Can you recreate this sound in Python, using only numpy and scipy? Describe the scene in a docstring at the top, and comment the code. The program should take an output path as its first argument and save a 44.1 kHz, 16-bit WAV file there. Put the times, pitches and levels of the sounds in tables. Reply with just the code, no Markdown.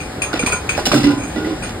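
"""Metal clinks high and short, then a thin basin booms as mould pieces lifted out of a can are set down in it.
The place is a workshop: grit scrapes on the metal and machines drone behind. Close sounds also excite the room.
Pieces and basin are struck modes, knocks are damped rough notes, scrapes and drone are shaped noise, and
steady tones hum. The stereo image changes with pitch: some bands sit in the middle, others are opposite
in left and right."""
import sys
import numpy as np
from scipy import signal
from scipy.fft import rfft, irfft
from scipy.io import wavfile
from scipy.ndimage import uniform_filter1d

SR = 44100
rng = np.random.default_rng(int(sys.argv[2]) if len(sys.argv) > 2 else 0)


def persist_wave(psi):
    """Save psi, clipped to +-1, as 16-bit WAV."""
    counts = np.round(np.clip(psi, -1, 1) * 32767).astype(np.int16)
    wavfile.write(sys.argv[1], SR, np.atleast_2d(counts).T)


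N = 79380  # samples, 1.8 s


def undb(db):
    """Turn decibels into an amplitude factor."""
    return 10 ** (np.asarray(db) / 20)


def decay(t, t60):
    """Exponential decay that falls 60 dB in t60 seconds."""
    return np.exp(-np.log(1000) * t / t60)


def shape(x, gain):
    """Filter by a gain given as a function of Hz."""
    n = x.shape[-1]
    hz = np.arange(n // 2 + 1) * SR / n + 1e-3
    return irfft(rfft(x) * gain(hz), n)


def add(out, x, start_s):
    """Mix a sound with mid and side rows into the scene, cut off where the scene ends."""
    i = int(max(start_s, 0) * SR)
    out[:, i:i + x.shape[1]] += x[:, :N - i]


def walk(rate):
    """Wander between random levels held 1 / rate s and slewed twice."""
    hold = int(SR / rate)
    steps = np.repeat(rng.standard_normal(N // hold + 1), hold)
    return 1.78 * uniform_filter1d(uniform_filter1d(steps, hold), hold)[:N]


CHATTER = .5  # weight of the chatter against a hard first blow
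CONTACT_S = .001  # rise time of a struck note
SLIDE_S = .02  # a contact that chatters this long has little hard first blow


def strike(hz, db, t60, blows, scatter_db, right=0.):
    """Each blow is a contact with a burst of chatter that sets all modes ringing, in mid and side parts."""
    out, t = np.zeros((2, N)), np.arange(SR // 3) / SR
    edges = np.minimum(np.minimum(t / CONTACT_S, 20 * (t[-1] - t)), 1)
    fade = decay(t, np.maximum(t60, .01)[:, None]) * edges
    for start_s, level_db, tilt_db, chatter_s in blows:
        scatter = scatter_db * rng.standard_normal(len(hz))
        gain = undb(db + tilt_db * np.log2(hz / 580.0) + scatter)
        pitch = (hz * rng.normal(1, .004, len(hz)))[:, None]

        def ringing():
            cycles = pitch * t + rng.random((len(hz), 1))  # random phase for each mode
            return gain @ (fade * np.sin(2 * np.pi * cycles))

        mid, other = ringing(), ringing()
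        age = t[:SR // 8] / max(chatter_s, 1e-4)
        # cubed noise gives sparse, uneven contacts
        burst = rng.standard_normal(SR // 8) ** 3 * np.minimum(3 * age, 1) * np.exp(-age)
        burst = CHATTER * burst / np.sqrt(np.sum(burst ** 2))
        burst[0] = np.exp(-(chatter_s / SLIDE_S) ** 2)  # the hard first blow
        burst /= np.sqrt(np.sum(burst ** 2))
        # taking the mid part out of the side part leans the sound to the right
        side = np.sqrt(1 - right ** 2) * other - right * mid
        ring = signal.fftconvolve(np.array([mid, side]), burst[None], axes=1)
        add(out, ring * undb(level_db) / np.sqrt(np.sum(undb(db) ** 2)), start_s)
    return out


# Modes of a mould piece, before scatter: pitch_hz, level_db, t60_s
PIECE_MODES = [(2350, 6.5, 0.099), (2466, 7, 0.089), (2807, -6, 0.12), (3320, -10, 0.11), (4080, -29, 0.19),
               (4610, -11, 0.16), (4960, -8, 0.046), (6547, 0.5, 0.22), (7580, -14, 0.16), (8840, 1, 0.19),
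               (11100, -26, 0.042)]
# How far the close partials of each mode spread: spread_hz
PIECE_SPREAD = [35, 70, 70, 120, 250, 250, 300, 150, 450, 650, 1300]
# Clinks of the pieces: start_s, level_db, tilt_db (per octave), chatter_s, tick_db
CLINKS = [(.003, -20.5, -1, 0.018, -38), (0.219, -9.5, -0.5, .003, -7.5), (0.2311, -23, 0, 0.0034, -21),
          (0.364, -21, -11, 0.0049, -21), (.393, -13, 0.5, 0.01, -16), (0.4621, -5, -1, 0.0038, -25),
          (0.5202, -14, 1, 0.016, -10.5), (0.6915, -9, -1, 0.0019, -6.5), (0.7489, -18, -12, 0.0026, -12.5),
          (1.175, -38.5, 4.5, 0.026, -45), (1.2205, -34, 2.5, 0.029, -23.5), (1.27, -38, 3, 0.043, -45),
          (1.32, -41, 2, 0.035, -45), (1.6242, -25.5, 1.5, 0.019, -32)]
PARTIALS = 22  # in the knot of each mode
TICK_HZ, TICK_T60_S = 2525, 0.03  # the short bright note that opens a clink
SPLASH_DB, SPLASH_S = -1.5, 0.04  # hiss of countless high modes; its decay time grows with the chatter


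def pieces():
    """Every mode of a piece is a dense knot of close partials; a tick and a splash of hiss open each clink."""
    hz, db, t60 = np.repeat(np.array(PIECE_MODES), PARTIALS, axis=0).T
    t60 = t60 * rng.uniform(.6, 1.3, len(hz))
    place = np.tile(np.linspace(-1.3, 1.3, PARTIALS), len(PIECE_MODES))
    place = place + rng.uniform(-1, 1, len(hz)) / 15  # uneven spacing in the knot
    knot_hz = hz + np.repeat(PIECE_SPREAD, PARTIALS) * place
    knot_db = db - 8 * place ** 2  # outer partials are weaker
    out = strike(knot_hz, knot_db, t60, np.array(CLINKS)[:, :4], scatter_db=2.5)

    t = np.arange(SR // 5) / SR
    tick = np.sin(2 * np.pi * TICK_HZ * t) * decay(t, TICK_T60_S) * np.minimum(t / CONTACT_S, 1)
    for start_s, level_db, _, chatter_s, tick_db in CLINKS:
        hiss = rng.standard_normal((2, len(t))) * np.exp(-t / (SPLASH_S + chatter_s))
        hiss = shape(hiss, lambda f: f / (f + 1000.) / (1 + (f / 3000.0) ** 2))
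        add(out, undb(level_db + SPLASH_DB) * hiss + undb(tick_db) * tick, start_s)
    return out


# Dull knocks of damped metal: start_s, level_db, pitch_hz, t60_s, crack_db
KNOCKS = [(0.3316, -11.5, 1473, 0.037, -3), (.694, -19.5, 1466, 0.091, -28),
          (.338, -8.5, 304.6, 0.057, -23), (.341, -11, 507, 0.028, -9), (.427, -13.5, 1384, 0.026, -13),
          (.433, -11, 247, 0.033, -17), (.4375, -6, 298, 0.017, -20), (0.527, -23, 1010, 0.18, -6.5),
          (.529, -14.5, 1387, 0.043, -4), (.536, -16, 1434, 0.059, -4.5), (.397, -14.5, 494, 0.059, -33),
          (.472, -18.5, 1017, 0.043, -5), (.501, -20, 1320, 0.018, -5.5), (.7775, -10, 794, 0.02, -4),
          (.778, -12, 577, 0.063, -27), (.7822, -11.5, 740, 0.047, -15), (.7885, -8, 820, 0.017, -14),
          (.7905, -15, 1150, 0.014, -3), (.807, -17.5, 405, 0.03, -30), (.858, -12.5, 2960, 0.063, -28),
          (.866, -10, 760, 0.047, -19), (.8745, -6.5, 257, 0.032, -30), (.893, -12, 300, 0.019, -12),
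          (0.9162, 4.5, 1230, 0.0084, -3), (.9195, -8, 2530, 0.015, 4), (.9315, -9, 2290, 0.017, -27),
          (.934, -1, 605, 0.022, -34), (.9425, -2, 1535, 0.016, -2.5), (0.96, -10.5, 1360, 0.031, -24),
          (.995, -26, 1350, 0.091, -24), (1.0375, -19, 2000, 0.14, -26), (1.097, -27, 1442, 0.15, -37),
          (1.3603, -23.5, 1960, 0.095, -35), (1.4461, -24.5, 1973, 0.074, -33),
          (1.472, -10.5, 346, 0.036, -48), (1.484, -15.5, 340, 0.082, -45), (1.506, -26, 1050, 0.086, -33),
          (1.631, -27.5, 1456, 0.18, -40), (0.786, -20, 1480, 0.051, -13)]
CRACK_S = .003  # decay time of the crack


def knocks():
    """Damped metal gives a short, rough note, fed to mid and inverted to side, with a dull crack of noise."""
    out, t = np.zeros((2, N)), np.arange(SR // 5) / SR
    for start_s, level_db, pitch_hz, t60, crack_db in KNOCKS:
        rough = 1 + 3 * shape(rng.standard_normal(len(t)), lambda f: f < pitch_hz / 8)
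        note = rough * np.sin(2 * np.pi * pitch_hz * t) * decay(t, t60) * np.minimum(t / 0.0015, 1)
        crack = undb(crack_db) * rng.standard_normal((2, len(t))) * np.exp(-t / CRACK_S)
        crack = shape(crack, lambda f: 1 / (1 + (f / 1600.0) ** 4))
        add(out, undb(level_db) * note * np.array([[1], [-1]]) + crack, start_s)
    return out


# Lesser modes of the basin, the middle of each pair: pitch_hz, level_db, t60_s
BASIN_MODES = [(134.4, -5.5, 0.21), (197, -11, 0.18), (244, 0, 0.17), (323, -1.5, 0.22), (373.5, 1, 0.15),
               (402.6, -1.5, 0.1), (533, -8, 0.69), (572, 3.5, 0.04), (804, -12.5, 0.41),
               (995, -12.5, 0.49), (1465, -9, 0.42)]
# Blows on the basin: start_s, level_db, tilt_db (per octave), chatter_s
BLOWS = [(0.866, -13, 0.5, 0.005), (0.921, -13.5, -2.5, 0.0083), (0.938, -10, -5, 0.017),
         (0.961, -9, -4.5, 0.018), (1.0387, -9.5, -4.5, 0.017), (1.074, -16, 6, 0.014),
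         (1.1, -12, -4.5, 0.014), (1.361, -14.5, -0.5, 0.014), (1.41, -22, -1, 0.011),
         (1.4454, -20.5, -4, 0.013), (1.472, -21, -3.5, 0.0078), (1.51, -26, -8, 0.016)]
# Main mode driven by pieces that rock against the wall, one curve a boom, before smoothing: time_s, level_db (rms)
BOOM_CURVES = [
    [(0.928, -37), (0.94, -15), (0.954, -14), (0.968, -9.5), (0.982, -37), (0.993, -27), (1.005, -27),
     (1.022, -12)],
    [(1.03, -18), (1.044, -17.5), (1.06, -9.5), (1.07, -8), (1.08, -7.5), (1.1, -10), (1.116, -14),
     (1.124, -18), (1.138, -13), (1.15, -31), (1.168, -25), (1.185, -20), (1.195, -33), (1.21, -17.5),
     (1.228, -55), (1.242, -25), (1.27, -36)],
    [(1.34, -45), (1.372, -24), (1.39, -18), (1.41, -34), (1.438, -27), (1.482, -33), (1.502, -40),
     (1.52, -23.5), (1.55, -30), (1.586, -55)],
]
# Middle pitch of each boom, as the load on the wall changes: pitch_hz
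BOOM_PITCHES = [291.8, 284, 303.5]
BOOM_WAVER = .01  # scale of the pitch waver, as a fraction of the pitch
BASIN_RIGHT = .7  # lean of the blows to the right, 0 to 1


def basin():
    """Blows ring the lesser modes, each a rough pair; the main one booms and flutters on its own curves."""
    hz, db, t60 = np.repeat(np.array(BASIN_MODES), 2, axis=0).T
    pairs_hz = hz * (1 + 0.0213 * np.tile([-1, 1], len(BASIN_MODES)))
    ring = strike(pairs_hz, db, t60, BLOWS, scatter_db=2.5, right=BASIN_RIGHT)

    t = np.arange(N) / SR
    flutter = undb(1.2 * walk(80))
    wavering_s = np.cumsum(1 + BOOM_WAVER * walk(39.1)) / SR  # time that runs unevenly
    boom = np.zeros(N)
    for curve, pitch_hz in zip(BOOM_CURVES, BOOM_PITCHES):
        time_s, level_db = np.array(curve).T
        level = undb(np.interp(t, time_s, level_db, left=-90, right=-90))
        level = shape(level, lambda f: np.exp(-(f / 120) ** 2))  # round the corners
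        boom += level * np.sin(2 * np.pi * pitch_hz * wavering_s)
    return ring + np.sqrt(2) * flutter * boom * np.array([[1], [-1]])


# Grit scraping on metal: start_s, length_s, level_db, tilt_db (per octave), release_s
SCRAPES = [(0.3296, 0.0066, -23.5, -1, 0.019), (0.355, 0.01, -27, -5, 0.0073),
           (0.372, 0.0058, -27.5, -2, 0.0059), (0.424, 0.0097, -26, -6.5, 0.01),
           (0.771, 0.028, -30.5, 1.5, 0.026), (0.855, 0.009, -16.5, 2.5, 0.026),
           (0.9165, 0.0057, -18, 1.5, 0.016), (0.928, 0.0072, -24.5, -4, .008),
           (0.941, 0.016, -21, 3, 0.017), (0.963, 0.015, -24, 0.5, 0.078),
           (1.033, 0.0089, -22, -1.5, 0.051), (1.359, 0.027, -34, -2.5, 0.029),
           (1.445, 0.029, -33.5, -2, 0.055), (1.634, 0.077, -34.5, -4.5, 0.0098)]
# High resonances of the scraped metal, before scatter: pitch_hz, width_hz, level_db (over the hiss)
RASP = [(1966, 69, -9), (2864, 240, 5), (3570, 100, 7), (4120, 57, 9), (4900, 470, -0.5), (5460, 430, 3),
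        (7020, 150, -2.5), (8000, 120, -9), (8860, 230, 1.5)]
GRIT_DB, STUTTER_DB = 2.5, 1.5  # unevenness of single grains and of the slower stutter


def scrapes():
    """Grainy, stuttering hiss rings the metal's high resonances, with a sudden start and a short release."""
    out, t = np.zeros((2, N)), np.arange(SR // 2) / SR
    stutter = undb(STUTTER_DB * walk(250))
    for start_s, length_s, level_db, tilt_db, release_s in SCRAPES:
        grit = rng.standard_normal((2, len(t))) * undb(GRIT_DB * rng.exponential(size=len(t)))
        peaks = [(hz * rng.normal(1, .01), width, db + rng.normal(0, 2)) for hz, width, db in RASP]

        def colour(f):
            rasp = 1 + sum(undb(db) / (1 + 1j * (f - hz) / (width / 2)) for hz, width, db in peaks)
            tilt = undb(tilt_db * np.log2(f / 2000.))
            band = f / (f + 1400.0) / (1 + (f / 4340.0) ** 2) / (1 + (f / 15400.0) ** 6)
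            return rasp * tilt * band

        grit = shape(grit, colour)
        release = np.exp(-np.maximum(t - length_s, 0) / release_s)
        add(out, grit / grit.std() * undb(level_db) * release, start_s)
    return out * stutter


# Spectrum of the machine drone, only its shape counts: pitch_hz, level_db (per Hz)
DRONE = [(20, -94), (32, -44), (54, -49.5), (70, -50.5), (120, -52), (200, -54.5), (300, -53.5), (800, -63),
         (1100, -65), (1600, -65.5), (2600, -72.5), (3300, -74), (5000, -76.5), (6500, -82), (7500, -80),
         (9000, -84), (10000, -83.5), (16000, -99)]
# Thin steady machine tones: pitch_hz, level_db (rms)
HUM = [(748, -40.5), (846, -43)]
DRONE_DB = -25.5  # drone level before swell and flicker
SWELL_DB, FLICKER_DB = .6, 1.2  # scale of the common swell and of each band's own flicker


def machines():
    """Half-octave bands of noise swell together and flicker alone, with thin steady tones."""
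    hz, db = np.array(DRONE).T
    noise = shape(rng.standard_normal((2, N)), lambda f: undb(np.interp(np.log(f), np.log(hz), db)))
    drone, swell = 0, walk(1.26)
    for octave in np.arange(0, 10.5, .5):  # octaves above 20 Hz
        band = shape(noise, lambda f: np.clip(1 - 2 * abs(np.log2(f / 20) - octave), 0, 1))
        drone = drone + band * undb(SWELL_DB * swell + FLICKER_DB * walk(11.47))
    t, hum = np.arange(N) / SR, 0
    for pitch_hz, level_db in HUM:
        cycles = pitch_hz * t + 0.033 * walk(8.2)  # slight phase wander
        hum = hum + undb(level_db) * np.sqrt(2) * np.sin(2 * np.pi * cycles)
    return drone / noise[0].std() * undb(DRONE_DB) + hum


ROOM_DB, ROOM_T60_S = -10, 0.24
ROOM_HZ, ROOM_LOW_HZ = 4570, 477  # the tail thins out above and below these


def room(near):
    """The workshop answers close sounds with a diffuse tail of decaying noise."""
    t = np.arange(SR // 2) / SR
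    tail = rng.standard_normal((2, len(t))) * decay(t, ROOM_T60_S) * np.minimum(t / 0.011, 1)
    tail = shape(tail, lambda f: 1 / (1 + f / ROOM_HZ) / (1 + ROOM_LOW_HZ / f))
    tail = tail / np.sqrt(np.sum(tail ** 2, axis=1, keepdims=True))
    return undb(ROOM_DB) * signal.fftconvolve(near, tail, axes=1)[:, :N]


def scene():
    """Rows: mid, the same in left and right, and side, opposite in left and right."""
    near = pieces() + knocks() + basin() + scrapes()
    return near + room(near) + machines()


# Stereo image by pitch, level of side over mid: pitch_hz, level_db
SIDE_OVER_MID = [(0, -25), (90, -51), (170, -25), (300, -11.5), (800, -3.5), (1500, -10), (1850, -6),
                 (2200, -3), (2600, 5), (3200, 4.5), (5300, -5), (5700, 35), (6250, 28), (6500, 5.5),
                 (7000, -1), (7600, -5), (8000, -9), (8400, -1.5), (9300, -18), (9600, 1.5), (10000, 0),
                 (12800, -2.5), (13200, 6), (13900, 20), (14300, 25), (14800, -34)]
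BASS_CUT_HZ, TOP_HZ = 52.5, 15700
CEILING = 1.8  # amplitude where peaks flatten out


def record(dry):
    """Mid and side are weighed by pitch into left and right; mid bass is cut, peaks rounded, the top cut."""
    hz, db = np.array(SIDE_OVER_MID).T

    def mid_gain(f):
        bass_cut = 1 / np.sqrt(1 + (BASS_CUT_HZ / f) ** 6)
        return bass_cut / np.sqrt(1 + undb(np.interp(f, hz, db)) ** 2)

    def side_gain(f):
        return 1 / np.sqrt(1 + undb(-np.interp(f, hz, db)) ** 2)

    mid, side = shape(dry[0], mid_gain), shape(dry[1], side_gain)
    out = CEILING * np.tanh(np.array([mid + side, mid - side]) / CEILING)
    top_cut = signal.ellip(12, .2, 90, TOP_HZ, fs=SR, output="sos")
    return signal.sosfilt(top_cut, out)


dry = scene()
out = record(dry)
persist_wave(out)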